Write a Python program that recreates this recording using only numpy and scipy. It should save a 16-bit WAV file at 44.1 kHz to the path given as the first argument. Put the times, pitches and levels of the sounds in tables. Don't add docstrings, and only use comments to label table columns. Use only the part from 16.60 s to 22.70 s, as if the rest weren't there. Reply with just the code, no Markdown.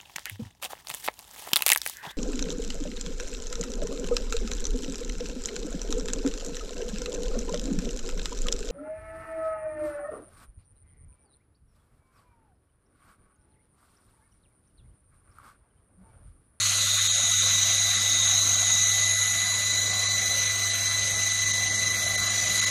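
import sys
import numpy as np
from scipy import signal
from scipy.io import wavfile
from scipy.ndimage import uniform_filter1d

SR = 44100
rng = np.random.default_rng(int(sys.argv[2]) if len(sys.argv) > 2 else 0)


def linear_from_db(decibels):
    return 10 ** (np.asarray(decibels, float) / 20)


def output_pcm(signal):
    pcm = np.clip(np.atleast_2d(signal).T, -1, 1) * 32767
    wavfile.write(sys.argv[1], SR, np.round(pcm).astype(np.int16))


N = 269010
T = np.arange(N) / SR

# time_s, first_partial_db, lift_db
SPOT = [(0, -40, 1.5), (.55, -40.5, 3), (1.1, -38.5, 9), (1.4, -34.5, -2.5), (1.6, -36, 0.5),
        (1.85, -44, 14), (2.0, -36, 1), (2.5, -31.5, -3), (2.95, -33.5, -1.5), (3.4, -32.5, 1),
        (3.8, -33, 1), (4.2, -34.5, -1), (4.8, -31, -3.5), (5.5, -32.5, -1), (6.1, -31.5, -3)]
UPPER_DB = [-27, -29, -23, -29]
# time_s, rate_hz, first_partial_bend (share), throb (factor)
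PULSE_RATE = [
    (0, 1999.5, 1.3, .55),
    (2.0, 1999.9, 1.1, .7),
    (2.4, 2000.8, 1, .65),
    (3.9, 2000.9, .9, .95),
    (5.1, 2000.9, .4, 1.25),
    (5.4, 2001.1, .3, 1.5),
    (6.1, 2001.1, .25, 1.5),
]
# multiple (of the sweep rate), path_m, path_lag (turns), swing_db, swing_lag
SWING = [
    (1, .0135, .14, 2.5, .64),
    (2, .003, .04, 1.5, .74),
]
# time_s, low_whistle_hz, high_whistle_hz, air_db
JET = [(0, 3925, 6660, -27), (.16, 4030, 6600, -27), (.23, 3790, 6650, -27), (.4, 3786, 6640, -26),
       (.5, 3900, 6663, -25), (.85, 3870, 6580, -24), (1.3, 3880, 6550, -26), (1.68, 3850, 6546, -23),
       (1.87, 4033, 6520, -24.5), (2.1, 3896, 6600, -23.5), (2.3, 3950, 6554, -24.5),
       (3.35, 3980, 6754, -29.5), (3.65, 4010, 6560, -29), (4.2, 4003, 6340, -33), (4.7, 4010, 6430, -28.5),
       (5.44, 4000, 6414, -32), (5.72, 3980, 6750, -34), (6.0, 4015, 6650, -26)]
# time_s, pitch_hz, level_db
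SINKING = [
    (0, 4315, -32),
    (.2, 4154, -34),
    (.45, 4040, -32.5),
    (.7, 3990, -49.5),
    (6.1, 4040, -91),
]
# time_s, pitch_hz, level_db
STRAND = [
    (0, 6260, -33.5),
    (.3, 5930, -35.5),
    (.5, 5943, -42.5),
    (3.4, 6360, -48),
    (4.2, 6397, -35.5),
    (6.1, 6294, -46.5),
]
# centre_s, half_length_s, rise_db
TOP_SWELL = [
    (6.5, 0.45, 8),
]
# centre_s, half_length_s, rise_db
THIN_SWELLS = [
    (.58, 0.44, 6),
    (2.55, .6, 13.5),
    (4.4, 0.71, 4),
    (5.5, 0.27, 9.5),
    (6.0, 0.14, 8.5),
]
# time_s, level_db, head_turn (0-1)
HISS = [
    (0, -33, .15),
    (.35, -36, .1),
    (.7, -34.5, 0.3),
    (1.45, -34, .4),
    (2.3, -37, .35),
    (3.4, -37, .46),
    (4.1, -36.5, 0.3),
    (5.3, -37, .48),
    (6.1, -33, .52),
]
# pitch_hz, level_db (per Hz)
EARLY_COLOUR = [(410, -44.0), (700, -32), (906, -37.5), (1380, -7.0), (1610, -16), (1960, -12),
                (3250, -9.5), (3920, -12.0), (5250, -15.5), (6550, -9.5), (7910, -8.5), (11500, -16),
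                (15000, -58.5), (22000, -120)][:-2] + [(13000, -23.5), (15700, -28.5)]
# pitch_hz, level_db (per Hz)
LATE_COLOUR = [(410, -52.0), (700, -28.5), (1790, -18.0), (2010, -6.0), (2660, -21.5), (3650, -15.5),
               (3920, -16.0), (5010, -13.0), (6180, -12), (9100, -35.0), (9760, -23.0), (11500, -29.0),
               (15000, -61), (22000, -120)][:-2] + [(13000, -24), (15700, -44.5)]
# time_s, pitch_hz, depth_db
NOTCH = [
    (0, 6450, 3),
    (1.2, 5700, 0.5),
    (2.3, 6045, 11.5),
    (3.1, 6305, 3),
    (3.5, 6560, 3),
    (4.1, 7030, -1.5),
    (5.3, 7470, -5),
    (5.7, 6590, -2),
    (6.1, 6646, 5),
]
# pitch_hz, level_db (per Hz)
HALL_COLOUR = [(12, -52), (20, -36.5), (69, -9.5), (81, -14.5), (97, -14.5), (115, -10.5), (124, -14.5),
               (195, -12.5), (227, -20), (295, -18.5), (384, -20.5), (716, -10), (880, -21.5),
               (1080, -12.5), (1800, -19.5), (2340, -46), (3960, -120)]
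# time_s, level_db
HALL_LEVEL = [
    (0, -51),
    (.6, -49),
    (3.1, -49),
    (3.5, -48),
    (4.7, -48.5),
    (6.1, -45.5),
]
HUM_DB = [-40.5, -56.5, -63.5]
# pitch_hz, step_db
STEP = [(100, -48), (220, -39), (300, -32), (450, -32), (600, -36), (800, -34), (1000, -33), (1400, -31),
        (2700, -25), (3500, -26), (5000, -23), (7000, -27), (8300, -26), (10000, -24.5), (12000, -25),
        (13000, -24), (15700, -27)]
# time_s, extra_step_db
HIGH_STEP = [
    (0, 0),
    (3, .3),
    (4.8, 1.5),
    (6.1, 3.5),
]
# centre_s, half_length_s, extra_step_db
DROUGHTS = [(.08, .06, 5), (.26, .06, 6), (.41, .05, 9), (.56, .05, 8), (.76, .11, 10), (.97, .03, 5),
            (1.3, .06, 6), (1.6, .15, 7), (2.27, .05, 5), (2.56, .05, 7), (2.69, .06, 8), (2.9, .04, 9)]
# centre_s, half_length_s
SPARE = [
    (.145, .012),
    (.31, .012),
    (.49, .014),
    (1.0, .014),
    (1.43, .012),
    (1.94, .03),
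    (2.18, .012),
    (2.37, .012),
    (3.01, .012),
]
# start_s, end_s, share_of_blocks (0-1)
PLENTY = [
    (3.15, 3.53, .6),
    (3.67, 4.3, .45),
    (4.41, 4.71, .6),
    (4.82, 5.1, .45),
    (5.31, 6.1, .75),
]
# centre_s, length_s
STARVED = [
    (.483, .009),
    (1.955, .007),
    (3.48, .006),
    (4.925, .012),
    (5.568, .016),
    (6.008, .010),
    (6.056, .011),
]

SWEEP_HZ, MAINS_HZ = 24.97, 100
THIRD_DB = -1.1
FADING_DB, FIRST_FADING_DB, FADING_HZ = 2, 0.82, 3.3
LOW_BEST_HZ, LOW_LOSS_DB = 3850, 3
TOP_HZ, TOP_RISE_HZ, TOP_DB = 8585, 527.3, -38.5
THIN_HZ, THIN_DB = 10950, -47
EASY_DB, LOW_STEP_PER_DB, LOW_EDGE_HZ = -24.6, 1.5, 1750


def evened(x):
    return x / np.sqrt(np.mean(abs(x) ** 2) + 1e-20)


def columns(rows, t):
    s, *rest = np.transpose(rows)
    return [np.interp(t, s, c) for c in rest]


def read(points, hz):
    f, value = np.transpose(points)
    return np.interp(np.log(hz + 1), np.log(f + 1), value)


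def swells(rows, t):
    return sum(height * np.exp(-((t - s) / half) ** 2) for s, half, height in rows)


def wander(hz):
    r = np.exp(-2 * np.pi * hz / SR)
    raw = rng.standard_normal(2 * N).view(complex)
    return evened(signal.lfilter([1], [1, -2 * r, r * r], raw))


def noise(shape_db, patchy_db, size):
    hop = size // 4
    hz = np.fft.rfftfreq(size, 1 / SR)[:, None]
    t = np.arange(N // hop + 5) * hop / SR
    a, b, patches = rng.standard_normal((len(t), len(hz), 3)).T
    patches = uniform_filter1d(patches, size=10, axis=0)
    patches = evened(uniform_filter1d(patches, size=12, axis=1))
    z = (a + 1j * b) * linear_from_db(shape_db(hz, t) + patchy_db * patches)
    return evened(signal.istft(z, nperseg=size, noverlap=size - hop)[1][:N])


def sweep():
    path_m, loud_db = 0, 0
    for k, swing_m, path_lag, swing_db, loud_lag in SWING:
        angle = 2 * np.pi * k * SWEEP_HZ * T
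        path_m = path_m + swing_m * np.cos(angle - 2 * np.pi * path_lag)
        loud_db = loud_db + swing_db * np.cos(angle - 2 * np.pi * loud_lag)
    return path_m, loud_db


def spot():
    hz, bend, throb = columns(PULSE_RATE, T)
    first_db, lift_db = columns(SPOT, T)
    second_db = first_db + lift_db
    fading_db = FADING_DB * np.sqrt(2) * wander(FADING_HZ)
    first_fading_db = FIRST_FADING_DB * np.sqrt(2) * wander(FADING_HZ).real
    levels_db = [first_db + first_fading_db,
                 second_db + fading_db.real,
                 second_db + THIRD_DB + fading_db.imag]
    levels_db += [second_db + db for db in UPPER_DB]
    path_m, loud_db = sweep()
    turns = np.cumsum(hz) / SR
    late_turns = path_m * hz / 343
    out = np.zeros(N)
    for k, db in enumerate(levels_db, 1):
        rust = 1 + (.12 + .055 * k) * wander(hz=60) + .07 * wander(hz=5)
        phase = k * (turns + late_turns * (bend if k == 1 else 1))
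        tone = (rust * np.exp(2j * np.pi * phase)).real
        out += linear_from_db(db - 0.66 + 1.09 * throb * loud_db) * np.sqrt(2) * tone
    return out


def whistle(hz, width_hz, db):
    band = wander(width_hz) * np.exp(2j * np.pi * np.cumsum(hz) / SR)
    return linear_from_db(db) * np.sqrt(2) * band.real


def jet():
    low_hz, high_hz, air_db = columns(JET, T)
    low_db = air_db - LOW_LOSS_DB * np.maximum(low_hz - LOW_BEST_HZ, 0) / 100
    gap_hz, gap_db = columns(SINKING, T)
    strand_hz, strand_db = columns(STRAND, T)
    top_hz = TOP_HZ + TOP_RISE_HZ * columns(HISS, T)[1]
    top_db = TOP_DB + swells(TOP_SWELL, T) - 5.5
    thin_db = THIN_DB + swells(THIN_SWELLS, T) - 7.0
    bands = whistle(low_hz - 80, 160, low_db - 4.0)
    bands += whistle(high_hz, 250, air_db - .8)
    bands += whistle(top_hz, 330, top_db)
    bands += whistle(gap_hz, 250, gap_db)
    bands += whistle(THIN_HZ + 0 * T, 330, thin_db)
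    bands += whistle(strand_hz, 150, strand_db)
    return bands * linear_from_db(0.095 * sweep()[1])


def hiss():
    def shape_db(hz, t):
        level_db, turn = columns(HISS, t)
        turn = np.clip(turn, 0, 1)
        return level_db + (1 - turn) * read(EARLY_COLOUR, hz) + turn * read(LATE_COLOUR, hz)
    return linear_from_db(-33) * noise(shape_db, patchy_db=2.2, size=512) * linear_from_db(.2 * sweep()[1])


def plate_echo(x):
    hz, t, z = signal.stft(x, SR, nperseg=512)
    notch_hz, depth_db = columns(NOTCH, t)
    z = z * linear_from_db(-depth_db * np.exp(-((hz[:, None] - notch_hz) / 170) ** 2))
    return signal.istft(z, SR, nperseg=512)[1][:N]


def hall():
    def shape_db(hz, t):
        return read(HALL_COLOUR, hz) + columns(HALL_LEVEL, t)[0]
    wash = noise(shape_db, patchy_db=2.5, size=2048)
    near_db = columns(HALL_LEVEL, T)[0] + 48.5
    hum = 0
    for k, db in enumerate(HUM_DB):
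        waver = 1 + 0.16 * wander(hz=2.6)
        tone = np.exp(2j * np.pi * (k + 1) * MAINS_HZ * T)
        hum = hum + linear_from_db(db + 1.5 * k * near_db) * waver * tone
    return linear_from_db(-43) * wash + np.sqrt(2) * hum.real


def rounded(x, step_db, size):
    n, k = np.arange(2 * size), np.arange(size)[:, None] + .5
    window = np.sin(np.pi * (n + .5) / (2 * size))
    basis = np.sqrt(2 / size) * window * np.cos(np.pi / size * (n + .5 + size / 2) * k)
    blocks = np.pad(x, (size, 2 * size - N % size)).reshape(-1, size)
    t = np.arange(len(blocks) - 1) * size / SR
    step = linear_from_db(step_db(k.T * SR / 2 / size, t[:, None]))
    strengths = np.hstack([blocks[:-1], blocks[1:]]) @ basis.T
    parts = (np.round(strengths / step) * step) @ basis
    return (parts[1:, :size] + parts[:-1, size:]).ravel()[:N]


def long_step_db(x, hz, t):
    power = uniform_filter1d(x ** 2, size=SR)
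    loud_db = np.interp(t, T, 10 * np.log10(power + 1e-12))
    low_db = LOW_STEP_PER_DB * (loud_db - EASY_DB) + 1.4 * swells(DROUGHTS, t)
    high_db = columns(HIGH_STEP, t)[0] * (hz > 7300)
    luck = rng.random(t.shape)
    spare = sum(abs(t + .012 - s) < half for s, half in SPARE)
    spare = spare + sum((t > a) & (t < b) & (luck < share) for a, b, share in PLENTY)
    band = (18 * np.log(1 + hz[0] / 1500)).astype(int)
    wobble = rng.standard_normal((len(t), band[-1] + 1))[:, band]
    wobble = evened(uniform_filter1d(wobble, size=3, axis=0))
    flicker_db = 4 * rng.standard_normal((len(t), band[-1] + 1))[:, band]
    opening_db = (14 + 4 * (hz > 14400)) * spare
    top_db = (hz > 12400) * (.5 * wobble - opening_db - 1.3 * (hz < 14400)) + 60 * (hz > 15680)
    low_db = np.where(hz < 1200, 1, .4) * low_db - 5 * spare - 2 * wobble + flicker_db
    extra_db = np.where(hz < LOW_EDGE_HZ, low_db, high_db)
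    return read(STEP, hz) + extra_db + 2.9 * wobble + .4 * flicker_db * (hz > LOW_EDGE_HZ) + top_db


def phone_rounding(x):
    starved = sum(np.exp(-((T - s) / length * 2) ** 4) for s, length in STARVED)
    short = rounded(x, lambda hz, t: -13 - 30 * (hz < 400), size=128)
    long = rounded(x, lambda hz, t: long_step_db(x, hz, t), size=1024)
    return (1 - starved) * long + starved * short


def scene():
    air = plate_echo(jet() + hiss())
    return (spot() + air + hall())[None]


def top_cut(x):
    return signal.sosfilt(signal.butter(12, 15720, fs=SR, output="sos"), x)


def record(dry):
    mix = phone_rounding(dry[0])[None]
    return top_cut(mix)


dry = scene()
out = record(dry)
output_pcm(out)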